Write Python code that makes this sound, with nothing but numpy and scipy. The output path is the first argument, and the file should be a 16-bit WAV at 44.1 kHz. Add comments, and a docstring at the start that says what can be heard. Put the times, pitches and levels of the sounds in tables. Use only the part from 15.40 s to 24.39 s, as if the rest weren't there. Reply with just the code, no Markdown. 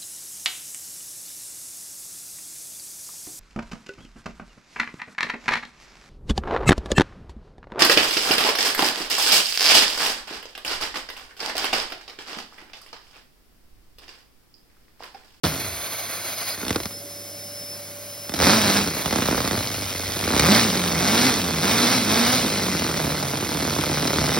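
"""A plastic clatter slows to a halt: a four-cylinder toy-brick engine on a carpet, sucked round by a
vacuum cleaner. Air hisses through the stalled block; it is turned by hand, restarts, and revs five
times as a palm closes the air inlet. Pistons knock in the block, valves clack and ping, and each
stroke gulps air. Further off, the cleaner's airflow rushes and its motor whines."""
import sys
import numpy as np
from scipy import signal
from scipy.fft import rfft, irfft
from scipy.io import wavfile
from scipy.ndimage import uniform_filter1d

SR = 44100
rng = np.random.default_rng(int(sys.argv[2]) if len(sys.argv) > 2 else 0)


def transcribe(signal):
    """Save signal, clipped to [-1, 1], as a 16-bit WAV file at the path in sys.argv[1]."""
    frames = np.atleast_2d(signal).T
    limited = np.clip(frames, -1, 1)
    pcm = np.round(limited * 32767).astype(np.int16)
    wavfile.write(sys.argv[1], SR, pcm)


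N = 396459
TIME = np.arange(N) / SR
BIN_HZ = np.fft.rfftfreq(N, 1 / SR)


def amp(db):
    """Decibels to gain."""
    return 10 ** (np.asarray(db) / 20)


def curves(rows, **ends):
    """One automation curve for each column after the time column."""
    times, *columns = np.transpose(rows)
    return [np.interp(TIME, times, column, **ends) for column in columns]


def at_hz(points, hz):
    """A table's value along a log frequency axis."""
    freqs, values = np.transpose(points)
    return np.interp(np.log(hz + 1), np.log(freqs + 1), values)


def unit(x):
    """Scales to rms 1."""
    return x / np.sqrt(np.mean(x ** 2) + 1e-20)


def steady(x, size=3000):
    """Rides the gain toward a running rms of 1."""
    power = uniform_filter1d(uniform_filter1d(x ** 2, size), size)
    return x / np.sqrt(abs(power) + 1e-3 * np.mean(x ** 2))


def noise(colour):
    """Coloured noise, rms 1."""
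    return unit(irfft(rfft(rng.standard_normal(N)) * amp(at_hz(colour, BIN_HZ)), N))


def wander(hz):
    """Random drift of rms 1, with hz turning points a second."""
    knots = np.arange(0, N / SR + 1, 1 / hz)
    return unit(np.interp(TIME, knots, rng.standard_normal(len(knots))))


def clicks(times, gains):
    """Impulses at times in seconds."""
    return np.bincount(np.clip(np.round(times * SR).astype(int), 0, N - 1), gains, N)


def resonate(x, hz, t60):
    """Rings one decaying mode of unit energy."""
    t = TIME[:2048]
    mode = amp(-60 * t / t60) * np.sin(2 * np.pi * hz * t)
    return signal.oaconvolve(x, mode / np.linalg.norm(mode))[:N]


def ring(x, colour, lag_s=0, size=8192):
    """Rings a body; bending waves bring the lows late, by lag_s at 1 kHz."""
    hz = np.fft.rfftfreq(size, 1 / SR)
    log_gain = np.log(amp(at_hz(colour, hz)))
    minimum_phase = -signal.hilbert(np.r_[log_gain, log_gain[-2:0:-1]]).imag[:len(hz)]
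    bending = 4 * np.pi * lag_s * np.sqrt(1000 * hz)
    response = irfft(np.exp(log_gain + 1j * (minimum_phase - bending)))
    return signal.oaconvolve(x, response / np.linalg.norm(response))[:N]


def chatter(blows, t60, share):
    """A share of each blow's energy becomes a short shiver of loose bricks."""
    fade = amp(-120 * TIME[:4096] / t60)
    energy = signal.oaconvolve(blows ** 2, fade / fade.sum())[:N]
    shiver = np.sqrt(abs(energy)) * rng.standard_normal(N)
    return -np.sqrt(1 - share) * blows + np.sqrt(share) * shiver


# Colour of the cleaner's airflow: freq_hz, level_db
RUSH_COLOUR = [(30, -42), (60, -9), (100, -10), (170, -2.5), (300, -4), (450, -6), (600, -3), (900, -17.5),
               (1700, -17.5), (3300, -16), (6200, -7.5), (8500, -14), (12000, -7.5), (15500, -13.5)]

def cleaner_rush():
    """The bed: steady airflow through the vacuum cleaner."""
    return amp(-39) * noise(RUSH_COLOUR)


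# The motor, speeding up while the air is blocked: time_s, shaft_hz, whine_db
MOTOR = [(0, 558.5, -64), (0.5, 560, -55), (1.12, 562, -39), (1.18, 563, -58), (1.42, 570, -44.5),
         (1.58, 572, -44), (1.63, 573, -52), (1.8, 576.3, -45.5), (2.35, 580.3, -40), (2.42, 580, -52),
         (2.48, 579.3, -45), (2.54, 579, -55), (2.7, 579, -45), (3.0, 579, -41), (3.5, 575, -50),
         (4.3, 570.3, -44), (5.2, 566.5, -51), (8.99, 566.7, -48)]
# Mains hum partials: pitch_hz, level_db
MAINS = [(100, -51.5), (300, -63.5)]
FAN_BLADES = 9
BLOCKED_FROM_S, BLOCKED_TO_S = 1.26, 3.54

def cleaner_motor():
    """Fan blades whine over mains hum; the shaft hums louder while the air is blocked."""
    shaft_hz, whine_db = curves(MOTOR)
    blocked = np.clip(np.minimum(TIME - BLOCKED_FROM_S, BLOCKED_TO_S - TIME) / 0.3, 0, 1)
    shaft = 2 * np.pi * np.cumsum(shaft_hz * (1 + 0.0003 * wander(40.2))) / SR
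    blades = np.sin(FAN_BLADES * shaft) + amp(-9) * np.sin(2 * FAN_BLADES * shaft)
    whine = amp(whine_db + 2 * wander(24.57)) * blades
    hum = amp(-59 + 12 * blocked + wander(24.6)) * np.sin(shaft)
    mains = sum(amp(db + 0.82 * wander(33)) * np.sin(2 * np.pi * hz * TIME) for hz, db in MAINS)
    return np.sqrt(2) * (whine + hum + mains)


# Fader for the air leaking through the valves: time_s, gain_db
LEAK_FADER = [(0.05, -31), (0.4, -32), (1.12, -30.5), (1.18, -35.5), (1.45, -38.5), (1.58, -47.5),
              (2.85, -43.5), (3.05, -32), (8.99, -38.5)]
# Colour of its hiss: freq_hz, level_db
HISS_COLOUR = [(100, -40), (300, -26), (520, -28), (660, -12), (1100, -4.5), (1500, -8.5), (1850, -13),
               (2250, -15), (2950, -11), (3750, -14), (4400, -9.5), (5000, -6.5), (5500, -13), (6300, -0.5),
               (7500, -18.5), (11000, -4.5), (15500, -10)]
# Cavities that sing in it: pitch_hz, level_db, t60_s
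CAVITIES = [(652, -1, 0.022), (1110, -7, 0.016), (1490, -3.5, 0.014), (2230, 2, 0.0058), (3460, -6, 0.0098),
            (4230, 1, 0.0087)]

def air_leak():
    """Air hisses through the gaps and sounds the small cavities of the block."""
    hollow = unit(sum(amp(db) * resonate(rng.standard_normal(N), hz, t60) for hz, db, t60 in CAVITIES))
    gain = amp(curves(LEAK_FADER)[0] + 1.66 * wander(60))
    return gain * (amp(-1.5) * noise(HISS_COLOUR) + amp(-4.5) * hollow)


# Air at a valve of the halted engine: time_s, centre_hz, level_db
WHIRR = [(0.3, 4300, -90), (0.46, 4400, -49), (0.75, 4400, -58), (1.13, 4620, -37), (1.19, 4700, -90)]

def valve_whirr():
    """Air scrapes past a half-shut valve: a fluttering band that builds, rises and breaks off."""
    centre_hz, level_db = curves(WHIRR)
    band = signal.sosfilt(signal.butter(2, 375, fs=SR, output="sos"), rng.standard_normal(N))
    carrier = np.cos(2 * np.pi * np.cumsum(centre_hz) / SR)
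    return amp(level_db + 1.4 * wander(130)) * unit(band * carrier)


# Partials of the air pulses: cycles_per_turn, level_db
CRANK_ORDERS = [(1, -22), (2, -10), (3, -13), (4, 0), (5, -13), (6, -19), (8, -15)]
# The pulses come and go as the valves seal well or badly: time_s, gain_db
GULP_FADER = [(0.06, -28), (0.17, -45), (0.28, -40), (0.42, -51), (2.95, -48), (3.1, -23), (3.2, -28),
              (3.42, -30), (3.6, -47), (4.2, -38), (4.5, -38.5), (4.95, -38.5), (5.07, -22.5), (5.19, -23),
              (5.32, -32), (5.46, -30.5), (5.6, -30), (5.89, -26.5), (6.06, -36), (6.36, -26), (6.55, -26),
              (6.64, -30), (6.99, -25), (7.1, -35), (7.4, -32), (7.9, -35), (8.06, -41), (8.17, -33),
              (8.99, -31.5)]

def air_gulps(turns, roughness=0.33, wander_hz=70):
    """Each stroke gulps air: a rough tone at the stroke rate, with weaker crank orders for growl."""
    growl = 0
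    for order, db in CRANK_ORDERS:
        gain = amp(db) * (1 + roughness * wander(wander_hz))
        phase = 2 * np.pi * (order * turns + rng.random()) + roughness * wander(wander_hz)
        growl += gain * np.sin(phase)
    return np.sqrt(2) * amp(curves(GULP_FADER)[0]) * growl


# Small hard parts that ring when a valve shuts: pitch_hz, level_db, t60_s
PINGS = [(990, -6, 0.017), (1640, -3.5, 0.0051), (2060, -1, 0.018), (2480, -9, 0.015), (3530, -5, 0.014),
         (4280, -1, 0.0075), (4440, 1.5, 0.0049), (4920, -11.5, 0.0068), (5500, -8.5, 0.0074)]

def pings(blows, spread_db=8.5):
    """Each blow lands differently and mostly rings just one or two of the small parts."""
    rings = 0
    for k, (hz, db, t60) in enumerate(PINGS):
        landing = unit(amp(spread_db * np.clip(rng.standard_normal(N), -2, 2)))
        rings += (-1) ** k * amp(db) * resonate(blows * landing, hz, t60)
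    return rings / np.sqrt(len(PINGS))


# Bright colour of a valve: freq_hz, level_db
CLACK_COLOUR = [(200, -21.5), (500, -1.5), (900, -16), (1400, -14), (1800, -10.5), (2250, -2.5),
                (2850, -4.5), (4100, -2.5), (4700, -4.5), (5400, 0), (7000, -7), (8500, -8.5),
                (11500, -15.5), (15500, -16.5)]

def clack(blows):
    """Plastic strikes plastic with a hard, bright edge."""
    return ring(blows, CLACK_COLOUR)


# Dark colour of the plastic block: freq_hz, level_db
KNOCK_COLOUR = [(20, -59), (42, -10.5), (70, 0.5), (120, -2.5), (180, -0.5), (275, 2), (350, -2.5),
                (450, -3.5), (750, -7.5), (1400, -8), (2200, -19), (3000, -25.5), (4000, -27), (9000, -53)]

def knock(blows, lag_s):
    """A piston's blow bends the block and chirps downward through it."""
    return ring(blows, KNOCK_COLOUR, lag_s)


# The engine is turned by hand: start_s, end_s
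HANDLING = [(1.18, 1.22), (2.92, 2.99)]

def hand_taps(per_s=36, slip_s=0.004, spread_db=2):
    """Parts tap lightly and unevenly under the hand; returns rows of start_s, knock_db, clack_db."""
    times = np.concatenate([np.arange(start, end, 1 / per_s) for start, end in HANDLING])
    late, heavy, bright = rng.standard_normal((64, 3))[:len(times)].T
    return np.c_[times + slip_s * late, -29 + spread_db * heavy, -22 + spread_db * bright]


# Hard slaps of a loose piston, ahead of each layer's gain: start_s, knock_db, clack_db
SLAPS = [(0.040, -15, -28), (1.231, -20, -28), (1.250, -28, -18), (1.266, -22, -18), (1.281, -22, -9.5),
         (1.294, -24, -12), (1.306, -13.5, -8.5), (1.328, -24, -14), (1.346, -27, -17), (1.359, -11, -9),
         (1.382, -26, -24), (1.402, -21.5, -15.5), (1.433, -29, -16), (1.456, -20, -14), (1.509, -29, -25),
         (2.894, -22.5, -15), (2.939, -20, -9.5), (2.945, -25, -16), (2.964, -25, -18), (2.990, -16, -11),
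         (3.001, -11, -8), (3.012, -11, -7.5), (3.299, -22, -6), (3.474, -19, -10.5), (3.568, -21, -17),
         (3.659, -13.5, -10), (3.727, -12, -12), (3.759, -12.5, -9), (3.786, -12.5, -19),
         (3.821, -11.5, -12), (3.856, -15, -12), (3.877, -19, -13), (3.886, -10, -20), (3.911, -15, -13),
         (3.927, -14, -22), (3.946, -13, -24), (3.978, -10, -14), (4.004, -14, -11), (4.044, -16, -16),
         (4.076, -14.5, -11), (4.111, -13, -14), (4.131, -16.5, -17), (4.142, -16.5, -23),
         (4.176, -14.5, -13), (4.207, -17, -22), (4.828, -18, -26), (4.853, -17, -22), (4.877, -14, -27),
         (4.905, -14, -23), (4.936, -11.5, -18), (4.964, -10, -12), (4.996, -9, -0.5), (7.293, -26, -13),
         (7.496, -18, -26), (7.573, -19, -14), (7.601, -16.5, -15), (7.652, -17, -20), (7.703, -20, -20),
         (7.780, -19, -22), (7.831, -19, -22), (7.905, -23, -20), (7.935, -17, -30), (8.026, -17.5, -22),
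         (8.242, -25, -19), (8.382, -22, -22), (8.438, -18, -20), (8.516, -22, -22), (8.675, -20, -8),
         (8.785, -15, -18), (8.882, -19, -20), (8.966, -17, -20)]
# The piston bounces back: min_delay_s, max_delay_s, gain_db
BOUNCES = [(0.002, 0.005, 9), (0.005, 0.010, 3)]
# Dull colour of the block rocking on the carpet: freq_hz, level_db
THUD_COLOUR = [(30, -25), (60, 0), (100, 0), (170, -6), (260, -10), (420, -22), (900, -45), (3000, -75)]

def piston_slaps():
    """Slaps and hand taps: a bouncing knock, a bright tick on top and a thud underneath."""
    times, knock_db, clack_db = np.r_[SLAPS, hand_taps()].T
    hits = clicks(times - 0.0014, amp(knock_db))
    bounces = sum(clicks(times + rng.uniform(soon, late, len(times)), amp(knock_db + db))
                  for soon, late, db in BOUNCES)
    ticks = clicks(times + 0.0004, amp(clack_db + 9.5))
    knocks = knock(chatter(amp(17.5) * hits + bounces, t60=0.021, share=0.087), lag_s=0.002393)
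    thuds = amp(8) * ring(chatter(hits, t60=0.38, share=0.95), THUD_COLOUR)
    clacks = clack(chatter(ticks, t60=0.022, share=0.83))
    return knocks + thuds + clacks + amp(-7) * pings(ticks)


# Engine speed from the restart on, four strokes to a crank turn: time_s, strokes_per_s
SPEED = [(2.95, 71), (3.0, 89), (3.05, 174), (3.14, 223), (3.3, 198), (3.42, 202), (3.55, 142), (4.1, 118),
         (4.38, 99), (4.55, 90), (4.8, 99.5), (4.95, 121), (5.04, 155), (5.18, 240), (5.25, 224),
         (5.31, 188), (5.57, 164), (5.87, 264), (6.05, 172), (6.2, 155), (6.32, 229), (6.45, 239),
         (6.55, 257), (6.66, 209), (6.96, 256), (7.03, 226), (7.2, 194), (7.35, 174), (7.64, 156),
         (8.05, 131), (8.15, 151.5), (8.55, 148.4), (8.99, 152)]

def stroke_rate(coast_from_hz=187, friction_hz_per_s=325):
    """Strokes per second: a coast against steady friction, a standstill, then the restart."""
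    coast = np.maximum(coast_from_hz - friction_hz_per_s * TIME, 0)
    return coast + curves(SPEED, left=0)[0]


# Revs, a palm on the air inlet: start_s, end_s, rise_s
REVS = [(3.006, 3.45, 0.025), (4.925, 5.262, 0.089), (5.534, 5.96, 0.15), (6.154, 6.614, 0.087),
        (6.64, 7.029, 0.077)]

def palm_suction(release_s=0.079):
    """Suction from 0 to 1: builds as the palm closes, holds, and drops quickly as it lifts."""
    return sum(np.clip(np.minimum((TIME - start) / rise_s, (end - TIME) / release_s), 0, 1)
               for start, end, rise_s in REVS)


# How hard the pistons are thrown about, beyond what their speed gives: time_s, gain_db
FORCE = [(0.06, 4.5), (0.09, -6), (0.3, -9.5), (3.0, 1), (3.025, 8.5), (3.12, 4.5), (3.2, 0), (3.39, 2),
         (3.48, -5.5), (3.61, -4), (3.75, 1), (4.15, 0.5), (4.35, 1.5), (4.75, 2.5), (4.9, 5.5),
         (5.15, 4.5), (5.35, 1), (5.75, 1), (6.05, -0.5), (6.4, 0), (7.0, -0.5), (7.4, -0.5), (7.95, -1.5),
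         (8.99, 3.5)]

def stroke_levels(rate, suction, cruise_hz=150, rev_db=1):
    """Knock and clack in dB grow with force, suction and speed (the knock only up to cruising speed)."""
    force_db = curves(FORCE)[0]
    octaves = np.log2(np.maximum(rate, 1) / cruise_hz)
    knock_db = -27.5 + force_db + 15.5 * np.minimum(octaves, 0) + rev_db * suction
    clack_db = -30 + 0.83 * force_db + 7 * octaves + rev_db * suction
    return knock_db, clack_db


def strokes(turns, uneven, accents_db, play, spread_db):
    """One blow a stroke, weak or strong; axle play (a share of the stroke) makes it early or late."""
    count = np.floor(len(accents_db) * turns).astype(int)
    onsets = np.flatnonzero(np.diff(count)) + 1
    late, strong = rng.standard_normal((2048, 2))[:len(onsets)].T
    cylinder = count[onsets] % len(accents_db)
    level_db = uneven[onsets] * accents_db[cylinder] + spread_db * np.clip(strong, -2, 2)
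    return clicks((onsets + play * late * np.gradient(onsets)) / SR, amp(level_db))


# Each cylinder's accent, in firing order: knock_db, clack_db
CYLINDERS = [(6, 1.5), (2, -0.5), (1, -1), (-4.5, -0.5)]
# Colour of pistons snapping against their stops under suction: freq_hz, level_db
SNAP_COLOUR = [(250, -12.5), (600, 3), (1500, 1), (2200, 1.5), (2900, -8), (4100, -1), (5400, -2),
               (7000, -11), (15500, -14.5)]

def engine():
    """Piston knocks and snaps, valve clacks and pings, and gulps of air, all locked to the crank."""
    rate, suction = stroke_rate(), palm_suction()
    turns = np.cumsum(rate * (1 + 0.008 * wander(30))) / SR / len(CYLINDERS)
    knock_db, clack_db = stroke_levels(rate, suction)
    knock_accents, clack_accents = np.transpose(CYLINDERS)
    uneven = 1 - 0.8 * suction  # suction evens out the cylinders
    pistons = strokes(turns, uneven, knock_accents, play=0.28, spread_db=2)
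    valves = strokes(turns, uneven, clack_accents, play=0.04, spread_db=1.5)
    loose_valves = strokes(turns, uneven, clack_accents, play=0.5, spread_db=2.5)
    knocks = amp(knock_db) * steady(chatter(pistons, t60=0.022, share=0.12))
    snaps = suction * amp(clack_db + 1.5) * steady(chatter(valves, t60=0.005, share=0.35))
    clacks = amp(clack_db) * steady(chatter(valves + amp(-3) * loose_valves, t60=0.026, share=0.96))
    taps = amp(clack_db - 2) * steady(valves + amp(-1) * loose_valves)
    clatter = knock(knocks, lag_s=0.002058) + clack(clacks) + ring(snaps, SNAP_COLOUR) + pings(taps)
    return clatter + air_gulps(turns) * np.minimum(rate / 50, 1)


# Sound thrown back by nearby things: freq_hz, gain_db
SCATTER = [(100, -26), (300, -9.5), (800, -17), (1600, -16), (3000, -7), (5000, -8), (7400, -27),
           (10000, -8.5), (13500, -7), (16000, -4)]

def reflections(x, t60, size=4096, count=6):
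    """Short stereo reflections from hands and furniture, shifting as parts and hands move."""
    tails = rng.standard_normal((count, 2, size)) * amp(-60 * TIME[:size] / t60)
    tails /= np.linalg.norm(tails, axis=2, keepdims=True)
    sends = np.array([wander(25) for _ in tails])
    sends /= np.linalg.norm(sends, axis=0)
    echoes = sum(signal.oaconvolve((x * send)[None], tail, axes=1)[:, :N]
                 for send, tail in zip(sends, tails))
    return irfft(rfft(echoes) * amp(at_hz(SCATTER, BIN_HZ)), N)


def scene():
    """Engine and cleaner in a dead, carpeted room."""
    direct = engine() + piston_slaps() + air_leak() + valve_whirr() + cleaner_rush()
    return amp(-0.12) * (direct + reflections(direct, t60=0.04) + cleaner_motor())


# Phase between the two microphone ports: freq_hz, left_lead_rad
PORT_PHASE = [(100, -0.06), (380, -0.1), (600, -0.6), (720, -1.25), (810, -2.2), (880, -4.7), (1200, -5.45),
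              (1400, -6.2), (2050, -6.2), (2800, -4.9), (3300, -5.55), (4400, -5.6), (4850, -6.25),
              (5500, -5.35), (7000, -3.2), (8300, -2.4), (9700, -0.2), (11300, 0.7), (13100, 2.9),
              (15800, 5.6)]
# Balance between them: freq_hz, left_minus_right_db
PORT_BALANCE = [(60, 0), (160, -0.6), (270, -2), (450, 0), (640, -6), (840, -15), (960, -4.5), (1220, 1),
                (2000, -0.5), (3300, -1), (15000, 0)]
START_S, LOW_CUT_HZ, HIGH_CUT_HZ = 0.035, 63, 15950

def record(dry):
    """Two microphone ports differ in phase and level; then a low cut, a peak ceiling and a high cut."""
    sides = np.array([[1], [-1]])
    balance = amp(sides * at_hz(PORT_BALANCE, BIN_HZ) / 2)
    phase = np.exp(0.5j * sides * at_hz(PORT_PHASE, BIN_HZ))
    heard = irfft(rfft(dry) * balance * phase, N) * (TIME > START_S)
    heard = signal.sosfilt(signal.butter(2, LOW_CUT_HZ, "high", fs=SR, output="sos"), heard)
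    heard = np.clip(heard, -0.85, 0.85)
    high_cut = signal.firwin(511, HIGH_CUT_HZ, window=("kaiser", 9), fs=SR)
    return signal.oaconvolve(heard, high_cut[None], "same")


dry = scene()
out = record(dry)
transcribe(out)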